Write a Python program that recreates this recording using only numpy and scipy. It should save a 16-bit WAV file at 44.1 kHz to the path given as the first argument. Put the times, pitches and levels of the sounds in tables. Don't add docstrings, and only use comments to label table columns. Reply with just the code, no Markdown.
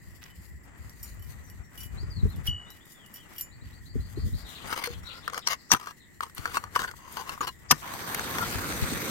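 import sys
import numpy as np
from scipy import signal
from scipy.fft import rfft, irfft
from scipy.io import wavfile

SR = 44100
rng = np.random.default_rng(int(sys.argv[2]) if len(sys.argv) > 2 else 0)


def materialize(psi):
    bounded = np.clip(np.atleast_2d(psi).T, -1, 1)
    quanta = np.round(bounded * 32767).astype(np.int16)
    wavfile.write(sys.argv[1], SR, quanta)


N = 401310


# start_s, peak_db, leg_ring_db, bowl_ring_db, strongest_bowl_hz
CLINKS = [(0.238, -9, -60, -59, 5680), (0.3, -40, -56, -54, 12200), (0.8943, -18, -75, -47.5, 7200),
          (1.029, -18, -64, -33.5, 7100), (1.043, -25, -69, -40.5, 7100), (1.09, -30, -71, -48.5, 9650),
          (1.193, -39, -65, -50, 13300), (1.222, -36, -55, -43.5, 14700), (1.498, -18, -64, -46, 14800),
          (1.776, -17, -44, -39, 14600), (1.8044, -30, -48.5, -42.5, 5710), (1.832, -16, -44, -38, 13800),
          (2.36, -19, -61, -42.5, 12400), (2.468, -4, -21.5, -31.5, 5600), (2.703, -17, -52, -42.5, 12200),
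          (2.853, -30, -66, -50, 11700), (2.92, -18, -66, -43.5, 11700), (3.061, -20, -55, -47, 11200),
          (3.139, -28, -55, -35, 13700), (3.157, -29, -50.5, -40, 5530), (3.363, -29, -49, -44, 13300),
          (3.381, -14, -42.5, -28, 13300), (3.395, -21, -51, -34, 14500), (3.409, -4, -49.5, -23.5, 12200)]
# pitch_hz, level_db, t60_s
LEG_MODES = [(2913, -1, .46), (2971, 0, .38), (3110, -5, .08), (3260, -4, .06)]
# pitch_hz, level_db, t60_s
BOWL_MODES = [(2400, -20, 0.91), (4640, -11.5, 0.23), (5100, -8.5, 0.098), (5600, 0, 0.092),
              (5690, -9.5, 0.18), (5800, -13, 0.1), (5940, -33, 0.15), (7100, -7.5, 0.26),
              (7130, -10, 0.26), (8100, -3, 0.066), (9000, -10, 0.079), (9000, -4, 0.12), (9650, 2, .07),
              (10540, 7.5, 0.14), (11200, 14.5, 0.049), (11700, 5, .07), (12200, 6.5, 0.14),
              (12420, 11.5, 0.073), (12500, 13, 0.052), (13300, 0, 0.087), (14100, 11, 0.061),
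              (14000, -15, .04), (14100, 8, 0.12), (14900, 5, 0.084), (16200, 14, .06)]


def stove():
    s, peak_db, leg_db, bowl_db, main_hz = np.transpose(CLINKS)
    tick_colour = [(500, -39), (2500, -2.0), (5500, 17.5), (9000, 2), (13000, 7), (16000, 4.0)]   # (Hz, dB)
    tick = colour(bursts(s, peak_db - 20.0, t60=0.012, alike=0.059, rise_s=0.00085), tick_colour)

    free = leg_db == leg_db.max()
    legs = struck(s[free] + 0.0045, leg_db[free], LEG_MODES, vary_db=0, detune=0, skew=0.3)
    held_modes = [(hz, db, 0.52 * t60) for hz, db, t60 in LEG_MODES]
    legs += struck(s[~free], leg_db[~free] + 2.0, held_modes, vary_db=6.5, detune=0.0102, skew=0.54)

    emphasis_db = -7 * np.tanh(4 * octaves_from(main_hz, BOWL_MODES))
    bowl = struck(s, bowl_db + 14.5, BOWL_MODES, vary_db=2.5, detune=0.0055, skew=1.0,
                  emphasis_db=emphasis_db)

    settling = signal.lfilter([1], [1, -np.exp(-1 / (0.01 * SR))], blows(s, bowl_db))
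    chatter_modes = [(hz, 1.16 * db, 0.35 * t60) for hz, db, t60 in BOWL_MODES]
    chatter = ring(grains(per_s=2100, spread_db=16.5, alike=0.039) * settling, chatter_modes)
    return tick + legs + bowl + from_db(-9.0) * chatter


# start_s, length_s, grit_db, bowl_ring_db
HINGE_SCRAPES = [(.212, 0.029, -44, -53), (.255, 0.054, -57, -56), (.4, 0.022, -76, -50),
                 (.47, 0.023, -77, -49), (.62, 0.024, -72, -47), (.97, 0.073, -71, -48),
                 (1.03, 0.021, -60, -42), (1.225, 0.024, -60, -43), (1.265, 0.044, -59, -48),
                 (1.42, .05, -67, -52), (1.555, 0.018, -72, -58), (1.72, 0.09, -61, -46.5),
                 (1.772, 0.081, -58, -39), (2.27, 0.043, -72, -47), (2.428, 0.038, -49, -39),
                 (2.455, 0.013, -40.5, -38), (2.73, 0.051, -58, -49), (2.86, 0.034, -72, -51),
                 (3.11, .025, -68, -46), (3.14, 0.044, -52, -42), (3.28, 0.095, -55, -46.5),
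                 (3.378, 0.0086, -42, -55), (3.62, 0.1, -55.5, -71)]
# pitch_hz, level_db
GRIT_COLOUR = [(150, -15), (600, -7.5), (1500, 4.5), (2600, 4), (4200, -3), (6000, -3.5), (7600, -34),
               (9000, -6.5), (12500, 5), (16000, -1.5)]


def hinges():
    grit, body = strokes(HINGE_SCRAPES, rise_s=0.017, release_s=0.018)
    slips = grains(per_s=1700, spread_db=1.5, alike=0.056) * from_db(2.0 * drift(77))
    damped_bowl = [(hz, db, 0.17 * t60) for hz, db, t60 in BOWL_MODES]
    return colour(slips * grit, GRIT_COLOUR) + ring(slips * body, damped_bowl)


FIDGET_FROM_S, FIDGET_TO_S = .05, 3.2
FIDGET_DB, FIDGET_RANGE_DB = -40, 10


def fidgets(count=16):
    spacing_s = (FIDGET_TO_S - FIDGET_FROM_S) / count
    s = FIDGET_FROM_S + spacing_s * (np.arange(count) + rng.random(count))
    levels_db = FIDGET_DB - FIDGET_RANGE_DB * rng.random(count)
    touches = bursts(s, levels_db, t60=0.053, alike=.3, rise_s=.002)
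    return ring(touches, [(hz, db, 0.15 * t60) for hz, db, t60 in BOWL_MODES])


DENT_DB, AFTER_RING_DB = -4, -9.0
# pitch_hz, level_db, t60_s
BOX_MODES = [(482, 0, 0.023), (760, -2, 0.019), (990, 3.5, 0.033), (1110, 2.5, 0.031), (1300, 5.5, 0.016),
             (1490, 1, 0.031), (1806, -11.5, 0.073)]
# pitch_hz, level_db, t60_s
PANEL_MODES = [(2210, 5, 0.02), (2680, 3.5, 0.045), (3600, -16, 0.025), (4270, 4.5, 0.029),
               (5050, 5, 0.019), (5680, 10.5, 0.02), (6600, 13, 0.0054), (6850, 12, 0.011),
               (8330, 10, 0.017), (9250, 5, 0.011)]


def box():
    s, peak_db, crack_db, main_hz = np.transpose(box_contacts())
    knock = dents(s, peak_db + DENT_DB, main_hz)
    knock += struck(s + 0.001963, peak_db + AFTER_RING_DB, BOX_MODES, vary_db=0.0, detune=0.023, skew=0.95,
                    emphasis_db=favoured(main_hz))
    crack = bursts(s, crack_db + 5.5, t60=0.0076, alike=0.74, rise_s=0.00043)
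    rasp, hollow = rubs()
    bright = rasp + from_db(1.5) * colour(crack, GRIT_COLOUR) + from_db(-6.0) * ring(crack, PANEL_MODES)
    bright = ground_echo(bright, delay_ms=0.836, wander_ms=0.198, share=0.55)
    return snaps() + place(knock + hollow + landings() + bright, left_db=5.0, lag_ms=0.18)


# start_s, peak_db, crack_db, strongest_hz
TAPS = [(4.727, -15, -24, 1470), (4.735, -27, -38, 1450), (4.776, -25, -27, 920), (4.839, -41, -21.5, 880),
        (4.872, -24.5, -20.5, 1530), (5.2778, -14, -22, 1450), (5.298, -31, -31, 1300),
        (5.333, -25, -28, 1130), (5.344, -21.5, -26, 1430), (5.377, -18, -19, 1700),
        (5.391, -42, -28, 1400), (5.473, -15, -11, 1080), (5.484, -19.5, -18, 1230),
        (5.531, -24, -19, 1110), (5.705, -22, -40, 1260), (5.717, -6.5, -8, 1085), (5.736, -11, -37, 1110),
        (5.747, -11, -18, 1280), (5.798, -34.5, -30, 960), (5.859, -41, -35, 1220),
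        (5.871, -21.5, -30, 1250), (6.2064, -14, -25.5, 1280), (6.233, -21, -25.5, 1120),
        (6.297, -40, -39.5, 1300), (6.38, -35, -23, 1180), (6.4556, -11, -22, 1500),
        (6.5702, -7.5, -19, 1260), (6.639, -22.5, -28.5, 1110), (6.7605, -6, -18.5, 1240),
        (6.792, -16, -32, 1490), (6.814, -29, -31, 990), (6.831, -33, -37, 1100), (6.846, -15.5, -40, 1560),
        (6.912, -33, -29.5, 1490), (6.938, -33, -58, 1110), (7.17, -21.5, -23.5, 1085),
        (7.293, -23.5, -22, 1108), (7.377, -28.5, -50, 1140), (7.4087, -22.5, -32, 1110),
        (7.476, -27, -28, 1040), (7.709, -3.5, -20, 1105), (8.146, -24, -16.5, 1490),
        (8.194, -17.5, -21, 1490), (8.384, -16, -19, 1310), (8.392, -21, -28, 910), (8.427, -22, -34, 1010)]
# start_s, length_s, swell_s, grit_db, box_ring_db, strongest_hz
RUBS = [(4.67, 0.058, .004, -39.5, -38, 1490), (4.71, 0.027, 0.0041, -35.5, -33, 1300),
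        (4.753, .025, 0.0044, -38, -39, 1300), (4.771, 0.064, 0.0016, -40.5, -44, 930),
        (4.836, 0.027, .001, -32.5, -39, 1490), (4.884, 0.052, .002, -47.5, -65, 1080),
        (5.028, 0.047, 0.0027, -51.5, -51, 1490), (5.079, 0.11, 0.0059, -54, -49.5, 1390),
        (5.321, 0.072, 0.0034, -47, -42.5, 1400), (5.463, .012, .004, -39, -40, 1220),
        (5.491, 0.047, 0.0014, -32, -35.5, 1110), (5.74, 0.025, .002, -40, -36.5, 1200),
        (5.792, 0.12, .003, -49.5, -47, 1190), (6.217, 0.018, 0.0062, -37, -36, 1058),
        (6.247, 0.019, .003, -52, -46.5, 1260), (6.363, 0.027, 0.0078, -40, -45, 1180),
        (6.391, 0.19, 0.034, -48, -46, 1300), (6.464, 0.027, .003, -56, -51, 1450),
        (6.531, 0.043, 0.013, -34, -33.5, 1060), (6.579, 0.1, .002, -66, -52.5, 1170),
        (6.748, 0.018, 0.0035, -30, -29, 1090), (6.788, 0.028, 0.0024, -33, -33, 1300),
        (6.824, 0.03, 0.0024, -45, -39.5, 1470), (6.871, 0.012, 0.0057, -39, -35.5, 1480),
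        (6.893, 0.019, 0.0056, -62, -46, 1480), (6.95, 0.34, 0.05, -56.5, -52, 1080),
        (7.163, 0.053, 0.0017, -46, -39.5, 1066), (7.258, 0.09, 0.012, -46.5, -46.5, 1104),
        (7.406, 0.0081, .001, -35, -25.5, 1110), (7.42, 0.031, 0.0022, -41.5, -39, 1120),
        (7.466, 0.018, 0.0062, -30.5, -31, 1030), (8.339, 0.035, 0.009, -39, -32, 995),
        (8.401, 0.031, 0.0036, -44, -28, 1318)]
CATCH_KNOCK_DB, CATCH_CRACK_DB, CATCH_SPREAD_DB = -5.5, 2, -1


def box_contacts():
    rows = list(TAPS)
    for s, length, _, grit_db, box_db, _ in RUBS:
        vary_db = CATCH_SPREAD_DB * rng.standard_normal()
        caught_s = s + length * rng.random()
        knock_db, crack_db = box_db + CATCH_KNOCK_DB + vary_db, grit_db + CATCH_CRACK_DB + vary_db
        rows.append((caught_s, knock_db, crack_db, rng.uniform(870, 1300)))
    return rows


def rubs():
    slips = grains(per_s=4000, spread_db=2.5, alike=0.35) * from_db(2.0 * drift(71))
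    slips = rms_one(slips + from_db(-7) * grains(per_s=170, spread_db=3.0, alike=0.8))
    rasp, hollow = np.zeros((2, 2, N))
    for s, length, swell_s, grit_db, box_db, main_hz in RUBS:
        t = np.arange(round((length + .05) * SR)) / SR
        pressure = (1 - np.exp(-t / swell_s)) * np.exp(-np.maximum(t - length, 0) / 0.0069)
        force = slips[:, round(s * SR):][:, :len(t)] * pressure
        body = gripped(BOX_MODES, vary_db=3.0)
        body[np.argmin(np.abs(body[:, 0] - main_hz)), 0] = main_hz
        body[:, 1] += favoured(np.array([main_hz])).ravel()
        add(hollow, s, from_db(box_db) * ring(force, body))
        add(rasp, s, from_db(grit_db + 1.0) * colour(force, GRIT_COLOUR))
        add(rasp, s, from_db(grit_db - 6.0) * ring(force, gripped(PANEL_MODES, vary_db=5.5)))
    return rasp, hollow


GRIP_SHIFT = 0.047


def gripped(modes, vary_db):
    hz, db, t60 = np.transpose(modes)
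    shift, strength = rng.standard_normal((2, len(hz)))
    return np.transpose([hz * (1 + GRIP_SHIFT * shift), db + vary_db * strength, t60])


FAVOUR_DB = 10.5


def favoured(main_hz):
    return -FAVOUR_DB * np.tanh(3.8 * octaves_from(main_hz, BOX_MODES))


DENT_CYCLES = 1.06


def dents(times, peaks_db, pitches_hz):
    out, t = np.zeros((2, N)), np.arange(SR // 50) / SR
    for s, db, hz in zip(times, peaks_db, pitches_hz):
        u = t * hz / DENT_CYCLES
        add(out, s, from_db(db) * u * np.exp(1 - u) * np.sin(2 * np.pi * hz * t))
    return out


# start_s, peak_db
LANDINGS = [(4.873, -33), (8.385, -51)]
# pitch_hz, level_db, t60_s
BUMP_MODES = [(418, -9, .08), (477, 13, 0.17), (580, -11, 0.059)]


def landings():
    s, peak_db = np.transpose(LANDINGS)
    return struck(s, peak_db, BUMP_MODES, vary_db=1.0, detune=.01, skew=.2)


# start_s, peak_db
SNAPS = [(6.348, -14), (7.123, -14), (7.632, -33), (8.144, 0)]
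# pitch_hz, level_db
SNAP_COLOUR = [(2000, -36), (7000, -16), (9500, 7.5), (12500, 18), (16000, -6)]


def snaps():
    s, peak_db = np.transpose(SNAPS)
    return colour(bursts(s, peak_db - 2.0, t60=0.015, alike=0.43, rise_s=0.0018), SNAP_COLOUR)


# start_s, length_s, grit_db, box_ring_db
STRIKES = [(5.7157, 0.022, -22.5, -25), (7.711, 0.0064, -10.5, -22), (7.7197, 0.0051, -28, -19.5)]
# pitch_hz, level_db
STRIKE_COLOUR = [(30, -10), (90, 2), (200, -6), (600, 3.5), (1500, 7), (3000, 8), (4200, 0.5), (5800, 9.5),
                 (7600, 0), (9000, 5), (11000, 7), (14000, 17), (16000, -16)]
# pitch_hz, level_db, t60_s
FLEX_MODES = [(146.5, -3, 0.1), (199, 7.5, 0.054), (320, -8, 0.089), (453, -43, 0.037)]
# slip_s, pitch_hz, level_db
SQUEAKS = [(5.473, 5530, -26.5), (5.7172, 5680, -17), (7.711, 5210, -17.5), (7.71, 6130, -27)]
SQUEAK_SWELL_S, TWANG_DB, TWANG_S = 0.0059, 18, 0.0024


def strikes():
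    grit, body = strokes(STRIKES, rise_s=0.00018, release_s=0.0016)
    tearing = grains(per_s=18000, spread_db=4.0, alike=0.32)
    sound = from_db(6.5) * colour(tearing * grit, STRIKE_COLOUR)
    sound += from_db(-10.5) * ring(tearing * grit, PANEL_MODES)
    sound += from_db(-2.5) * ring(tearing * body, BOX_MODES)
    s, length, _, box_db = np.transpose(STRIKES)
    sound += struck(s + length / 2, box_db - 3.0, FLEX_MODES, vary_db=3.0, detune=0.07, skew=0.38)

    t = np.arange(-SR // 40, SR // 100) / SR
    twang = from_db(TWANG_DB) * np.exp(-np.abs(t) / TWANG_S)
    slip = np.where(t < 0, np.exp(t / SQUEAK_SWELL_S), twang)
    for s, hz, db in SQUEAKS:
        unsteady = np.cumsum(0.17 * rng.standard_normal(len(t)))
        add(sound, s + t[0], from_db(db) * slip * np.sin(2 * np.pi * hz * t + unsteady))
    return place(sound, left_db=7.0, lag_ms=0.1)


IGNITION_S, IGNITION_RISE_S = 7.812, 0.02
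FIZZ_DB, FIZZ_GROWTH_DB, FIZZ_GROWTH_S = -31.5, 2.5, 0.28
ROAR_DB, ROAR_GROWTH_DB, ROAR_GROWTH_S = -35, 17, 0.39
DULL_START_DB, BRIGHTENING_S, BRIGHT_FROM_HZ = 12.5, 0.2, 1500
CRACKLES_PER_S, CRACKLE_DB = 300, -7
SPURT_DB, SPURT_S = -46, 0.45
# pitch_hz, level_db
FIZZ_COLOUR = [(300, -22), (700, 4), (1050, 3), (1500, 5), (2200, 0.5), (2800, -4), (3600, -2.5),
               (4500, -5), (6200, -4.5), (7600, -11.5), (8200, -3.5), (9800, -5.5), (11400, 5), (14000, 5),
               (15500, -2.5)]
# pitch_hz, level_db
ROAR_COLOUR = [(40, -17), (100, -0.5), (180, 1.5), (340, -2.5), (550, -5), (900, -53), (2000, -21.5)]
# pitch_hz, level_db
SPURT_COLOUR = [(400, -33), (800, 4), (1080, 10), (1500, -11), (2300, -2), (3500, -22)]


def flare():
    age = np.maximum(np.arange(N) / SR - IGNITION_S, 0)
    lit = 1 - np.exp(-age / IGNITION_RISE_S)
    crackle = from_db(CRACKLE_DB) * grains(per_s=CRACKLES_PER_S, spread_db=2.0, alike=0.54)
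    jet = grains(per_s=14000, spread_db=-0.2, alike=0.075)
    sputter = patchy(jet + crackle, depth_db=2.4, rate=16)

    fizz_db = FIZZ_DB - FIZZ_GROWTH_DB * np.exp(-age / FIZZ_GROWTH_S) + 1.1 * drift(45)
    fizz = colour(sputter, FIZZ_COLOUR) * from_db(fizz_db)
    dull = signal.lfilter(*signal.butter(1, BRIGHT_FROM_HZ, fs=SR), fizz)
    fizz = dull + (fizz - dull) * from_db(-DULL_START_DB * np.exp(-age / BRIGHTENING_S))
    fizz = ground_echo(fizz, delay_ms=0.669, wander_ms=0.22, share=0.35)

    roar_db = ROAR_DB - ROAR_GROWTH_DB * np.exp(-age / ROAR_GROWTH_S) + 1.2 * drift(27)
    roar = colour(noise(alike=0.73), ROAR_COLOUR) * from_db(roar_db)
    spurt = colour(sputter, SPURT_COLOUR) * from_db(SPURT_DB) * np.exp(-age / SPURT_S)
    return place(lit * (fizz + roar + spurt), left_db=-0.3, lag_ms=0.091)


# start_s, length_s, start_hz, middle_hz, end_hz, level_db
SONG = [(1.425, 0.081, 6200, 5950, 5400, -61), (1.63, .06, 5750, 5580, 5200, -60),
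        (1.968, 0.071, 3740, 4560, 5040, -51.5), (2.1, 0.05, 5100, 4580, 4500, -48),
        (2.145, 0.068, 4470, 4250, 3760, -49), (2.28, 0.047, 3780, 4050, 4350, -55),
        (2.315, 0.058, 3870, 3530, 3100, -59), (2.655, 0.084, 3420, 3870, 3930, -57.5),
        (2.8, 0.077, 3100, 3600, 3600, -57.5), (2.942, 0.12, 3600, 3310, 2780, -56),
        (3.165, 0.1, 3430, 3080, 2700, -54.5), (4.44, 0.22, 3820, 3480, 3300, -49.5),
        (4.91, 0.042, 3520, 3300, 3380, -49.5), (5.04, 0.096, 4020, 3600, 3410, -48.5),
        (5.125, 0.06, 4400, 4820, 4940, -49), (5.21, 0.077, 3700, 3410, 3100, -49.5),
        (5.335, 0.024, 4520, 4840, 5340, -44), (5.41, 0.048, 3600, 3460, 3370, -51),
        (5.56, 0.12, 4750, 4940, 5070, -59.5), (5.993, 0.062, 4170, 3850, 3600, -58.5)]
BUZZ_FROM_S, BUZZ_ONSET_S, WHISTLE_WAVER_HZ, BUZZ_WAVER_HZ = 4.15, 0.4, 60, 540
FRAY_S, FLUTTER_DB = .022, 3.5


def bird():
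    out, waver = np.zeros(N), drift(330)
    for s, length, start_hz, middle_hz, end_hz, db in list(SONG) + rising_run():
        u = np.linspace(0, 1, round(length * SR))
        buzz = .5 + .5 * np.tanh((s - BUZZ_FROM_S) / BUZZ_ONSET_S)
        slur = np.polyval(np.polyfit([0, .5, 1], [start_hz, middle_hz, end_hz], 2), u)
        frayed = 1 - np.exp(-u * length / FRAY_S)
        waver_hz = WHISTLE_WAVER_HZ + BUZZ_WAVER_HZ * buzz * frayed
        hz = slur + waver_hz * waver[round(s * SR):][:len(u)]
        swell = np.sqrt(np.abs(np.sin(np.pi * u)))
        add(out, s, from_db(db) * swell * np.sin(2 * np.pi * np.cumsum(hz) / SR))
    out = out * from_db(FLUTTER_DB * drift(26))

    trees = rng.standard_normal((2, SR // 2)) * from_db(-60 * np.arange(SR // 2) / SR / .25)
    echo = signal.oaconvolve(out[None], trees / np.linalg.norm(trees[0]), axes=1)[:, :N]
    scattered = .58 + .16 * (1 + np.tanh((np.arange(N) / SR - BUZZ_FROM_S) / BUZZ_ONSET_S))
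    heard = np.sqrt(1 - scattered ** 2) * out + scattered * echo
    return place(from_db(0.5) * heard, left_db=6.0, lag_ms=0.064)


RUN_START_S, RUN_GAP_S, RUN_SLOWING_S = 3.51, 0.1, 0.0148
RUN_UPSTROKE_S, RUN_NOTE_S, RUN_LENGTHENING_S = .026, 0.038, 0.0089
RUN_HZ, RUN_CLIMB_HZ, RUN_SLUR_HZ = 3680, 25, 850
RUN_DB, RUN_SWELL_DB = -60, 1.25


def rising_run(count=7):
    k = np.arange(count)
    s = RUN_START_S + RUN_GAP_S * k + RUN_SLOWING_S * k * (k - 1) / 2
    hz = RUN_HZ + RUN_CLIMB_HZ * k
    db = RUN_DB + RUN_SWELL_DB * k
    middle, shoulder, top = hz + RUN_SLUR_HZ / 2, hz + .75 * RUN_SLUR_HZ, hz + RUN_SLUR_HZ
    upstrokes = zip(s, [RUN_UPSTROKE_S] * count, hz, middle, shoulder, db)
    lengths = RUN_NOTE_S + RUN_LENGTHENING_S * k
    arches = zip(s + RUN_UPSTROKE_S / 2, lengths, shoulder, top, shoulder, db)
    return [*upstrokes, *arches]


# time_s, brush_db, skin_hiss_db
HANDS = [(0.0, -63, -61), (0.58, -64.5, -67.5), (0.69, -55, -82), (0.82, -63, -64), (0.95, -58.5, -64),
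         (1.11, -62, -62), (1.5, -60.5, -69), (2.32, -54.5, -64.5), (2.58, -52, -78), (2.82, -60, -66),
         (3.26, -58, -65.5), (3.56, -63, -69), (4.32, -59, -54.5), (4.69, -47, -55), (5.1, -60, -63),
         (5.26, -55, -62.5), (6.17, -71, -68), (6.33, -61.5, -66), (6.38, -54, -48.5), (6.58, -53.5, -52.5),
         (6.7, -56.5, -59), (6.8, -45.5, -46), (6.96, -61.5, -61.5), (7.06, -55, -55.5), (7.32, -47, -49),
         (7.47, -73, -64), (7.71, -49, -66), (7.8, -57, -48)]
# pitch_hz, level_db
BRUSH_COLOUR = [(200, 4.5), (500, -2), (1200, 1), (2200, -3), (4000, -20), (9000, -14.5), (16000, -38)]
# pitch_hz, level_db
SKIN_COLOUR = [(1500, -12.5), (4000, -8.5), (6500, -7), (9000, -6), (12500, 4.5), (16000, -1.5)]
BRUSH_DB, SKIN_DB = 0.5, 4.5


def hands():
    brush_db, skin_db = in_time(HANDS)
    brush = colour(grains(per_s=9000, spread_db=1.5, alike=0.22), BRUSH_COLOUR)
    brush = brush * from_db(brush_db + BRUSH_DB + 2.74 * drift(11.0))
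    skin = colour(grains(per_s=7600, spread_db=-1.0, alike=0.067), SKIN_COLOUR)
    skin = skin * from_db(skin_db + SKIN_DB + 4.4 * drift(11.2))
    skin = ground_echo(skin, delay_ms=0.6, wander_ms=0.115, share=0.92)
    return place(brush + skin, left_db=5.5, lag_ms=0.18)


# time_s, level_db
BREEZE = [(0.0, -55), (0.71, -51), (1.24, -46.5), (1.72, -50.5), (2.18, -38), (2.36, -36.5), (2.56, -47),
          (2.94, -71), (3.47, -58), (4.18, -41), (4.28, -33.5), (4.54, -56), (4.79, -68), (4.96, -51),
          (5.7, -76), (6.61, -53), (6.95, -61), (7.8, -56), (8.0, -61), (8.15, -64), (8.54, -42.5),
          (9.1, -53)]
# start_s, wake_length_s, peak_db, rough_edge_db
BUFFETS = [(1.349, 0.062, -39, -75), (1.939, 0.029, -30, -71), (2.026, 0.013, -30, -52),
           (2.181, 0.089, -33, -70), (2.228, 0.025, -13, -42), (2.252, 0.0087, -26, -39),
           (2.342, 0.055, -35, -74), (2.481, 0.029, -24, -55), (3.62, 0.05, -36, -59),
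           (3.953, 0.062, -23.5, -34.5), (4.17, 0.011, -32, -38.5), (4.28, 0.11, -39, -51),
           (4.9, 0.14, -34.5, -50.5), (5.732, 0.014, -28, -37.5), (6.386, 0.017, -33, -57),
           (6.93, 0.021, -44, -71), (7.934, .025, -42, -51), (8.191, 0.015, -39, -54),
           (8.55, 0.018, -33, -56), (8.822, 0.02, -19, -57), (8.919, 0.044, -31, -37)]
# pitch_hz, level_db
WIND_COLOUR = [(20, -40), (45, 1), (78, 7), (120, -6), (200, -12), (330, -27), (600, -37), (1500, -82.5)]
BREEZE_DB, GUSTINESS_DB, WAKE_DB, PUSH_DB = 2.5, 3.5, -10, 25.5


def wind():
    breeze_db, = in_time(BREEZE)
    wake, _ = strokes(BUFFETS, rise_s=0.0028, release_s=0.011)
    flow = from_db(breeze_db + BREEZE_DB + GUSTINESS_DB * drift(16)) + from_db(WAKE_DB) * wake
    eddies = colour(noise(alike=0), WIND_COLOUR) * flow

    s, _, peak_db, edge_db = np.transpose(BUFFETS)
    push_modes = [(69.4, 2.0, 0.042), (132.5, 0.0, 0.093), (237, -25.0, 0.013)]   # (Hz, dB, t60 s)
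    push = ring(blows(s, peak_db + PUSH_DB), push_modes)
    edge_colour = [(60, -39), (200, 8.0), (430, 1.0), (750, -47), (3000, -59)]   # (Hz, dB)
    edge = colour(bursts(s, edge_db + 14.5, t60=0.05, alike=0.74, rise_s=0.00079), edge_colour)

    high_pass = signal.butter(2, 36, "high", fs=SR, output="sos")
    rumble = signal.sosfilt(high_pass, eddies + push * [[1], [-0.6]] + edge)
    return place(rumble - 0.0074 * rumble[::-1], left_db=3.0, lag_ms=0)


# pitch_hz, level_db
AIR_COLOUR = [(40, 1), (150, 7), (350, -0.5), (700, -20), (1050, -14), (1300, -51), (1650, -9), (1950, 4.5),
              (2250, -16), (3400, -37), (6200, -38), (7400, -7.5), (9000, -26), (16000, -17.5)]


def air():
    return from_db(-56.0) * colour(noise(alike=0.23), AIR_COLOUR)


def surroundings(x):
    t = np.arange(SR // 4) / SR
    scatter = rng.standard_normal((2, len(t))) * from_db(-60 * t / 0.2) * (t > .002)
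    return x + from_db(-27.0) * signal.oaconvolve(x, scatter / np.linalg.norm(scatter[0]), axes=1)[:, :N]


def ground_echo(x, delay_ms, wander_ms, share):
    n, out = np.arange(N), []
    for side in x:
        delay = (delay_ms + wander_ms * drift(.5)) * SR / 1000
        out.append(np.interp(n - delay, n, side))
    return x + share * np.stack(out)


def place(x, left_db, lag_ms):
    n = np.arange(N)
    right = np.interp(n - lag_ms * SR / 1000, n, x[1])
    return np.stack([x[0] * from_db(left_db / 2), right * from_db(-left_db / 2)])


def struck(times, peaks_db, modes, vary_db, detune, skew, emphasis_db=None):
    out, t = np.zeros((2, N)), np.arange(SR // 2) / SR
    hz, db, t60 = np.transpose(modes)[:, :, None]
    t = t[t < t60.max()]
    signs = (-1) ** np.arange(len(modes))[:, None]
    fade = from_db(db - 60 * t / t60) * (1 - np.exp(-t / .0004)) * signs
    for k, (s, peak_db) in enumerate(zip(times, peaks_db)):
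        strength, stretch, late = rng.standard_normal((3, len(modes), 1))
        favour_db = 0 if emphasis_db is None else emphasis_db[k]
        gain = from_db(vary_db * strength + favour_db) * fade
        phase = 2 * np.pi * hz * (1 + detune * stretch) * t
        tone = np.stack([(gain * np.sin(phase + side * skew * late)).sum(0) for side in (1, -1)])
        add(out, s, from_db(peak_db) * tone / np.abs(tone).max(1, keepdims=True))
    return out


def octaves_from(main_hz, modes):
    return np.abs(np.log2(np.array(modes)[:, :1] / main_hz[:, None, None]))


def ring(force, modes):
    t = np.arange(round(SR * np.array(modes)[:, 2].max())) / SR
    response = np.zeros(len(t))
    for k, (hz, db, t60) in enumerate(modes):
        response += (-1) ** k * from_db(db - 60 * t / t60) * np.sin(2 * np.pi * hz * t)
    return signal.oaconvolve(force, response[None] / np.linalg.norm(response), axes=1)[:, :N]


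def colour(x, spectrum, size=2048):
    hz, db = np.transpose(spectrum)
    grid = np.maximum(np.arange(size // 2 + 1) * SR / size, 1)
    cepstrum = irfft(np.log(from_db(np.interp(np.log(grid), np.log(hz), db))))
    response = irfft(np.exp(rfft(2 * cepstrum[:size // 2], size)))
    return signal.oaconvolve(x, response[None] / np.linalg.norm(response), axes=1)[:, :N]


def patchy(x, depth_db, rate, count=12):
    out = 0
    for hz in np.geomspace(800, 14000, count):
        band = signal.lfilter(*signal.iirpeak(hz, 5, fs=SR), x)
        out = out + band * (from_db(depth_db * drift(rate)) - 1)
    return x + out


def bursts(times, levels_db, t60, alike, rise_s):
    out, t = np.zeros((2, N)), np.arange(SR // 8) / SR
    fade = from_db(-60 * t / t60) * (1 - np.exp(-t / rise_s))
    for s, db in zip(times, levels_db):
        crunch = pair(rng.standard_normal((3, len(t))), alike) * fade
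        add(out, s, from_db(db) * crunch * np.linalg.norm(fade) / np.linalg.norm(crunch))
    return out


def blows(times, levels_db):
    out = np.zeros((2, N))
    out[:, np.round(np.asarray(times) * SR).astype(int)] = from_db(levels_db)
    return out


def strokes(rows, rise_s, release_s):
    out, t = np.zeros((2, N)), np.arange(SR // 2) / SR
    for s, length, first_db, second_db in rows:
        shape = (1 - np.exp(-t / rise_s)) * np.exp(-np.maximum(t - length, 0) / release_s)
        add(out, s, from_db([[first_db], [second_db]]) * shape)
    return out


def grains(per_s, spread_db, alike):
    born = rng.random(N) < per_s / SR
    sizes = from_db(spread_db * np.minimum(rng.exponential(1, N), 4))
    return rms_one(noise(alike) * born * sizes)


def noise(alike):
    return pair(rng.standard_normal((3, N)), alike)


def pair(three, alike):
    alike = np.clip(alike, 0, 1)
    return np.sqrt(alike) * three[0] + np.sqrt(1 - alike) * three[1:]


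def drift(rate):
    r = np.exp(-80 * np.pi * rate / SR)
    slow = signal.lfilter([1], [1, -2 * r, r * r], rng.standard_normal(N // 40 + 2002))[2000:]
    return np.interp(np.arange(N) / 40, np.arange(len(slow)), rms_one(slow))


def in_time(rows):
    s, *columns = np.transpose(rows)
    return [np.interp(np.arange(N) / SR, s, c) for c in columns]


def add(track, s, sound):
    start = round(s * SR)
    track[..., start:start + sound.shape[-1]] += sound[..., :N - start]


def rms_one(x):
    return x / np.sqrt(np.mean(x ** 2) + 1e-20)


def from_db(db):
    return 10 ** (np.asarray(db) / 20)


def scene():
    handled = stove() + hinges() + fidgets() + box() + strikes()
    return surroundings(handled) + flare() + bird() + hands() + air() + wind()


CUTOFF_HZ = 16000


def record(dry):
    x = dry - 0.92 * signal.lfilter(*signal.iirpeak(5340, 18, fs=SR), dry)
    x = x - 0.72 * signal.lfilter(*signal.iirpeak(10750, 6, fs=SR), x)
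    x = x + 0.16 * signal.lfilter(*signal.iirpeak(4200, 1.8, fs=SR), x) * [[1], [-1]]
    low = np.tile(signal.butter(4, 10000, "low", fs=SR, output="sos"), (2, 1))
    high = np.tile(signal.butter(4, 10000, "high", fs=SR, output="sos"), (2, 1))
    x = signal.sosfilt(low, x) + signal.sosfilt(high, 0.19 * x.mean(0) + 0.12 * x)
    rounded = .8 * np.tanh(x / .8)
    return signal.sosfilt(signal.ellip(10, .2, 80, CUTOFF_HZ, fs=SR, output="sos"), rounded)


dry = scene()
out = record(dry)
materialize(out)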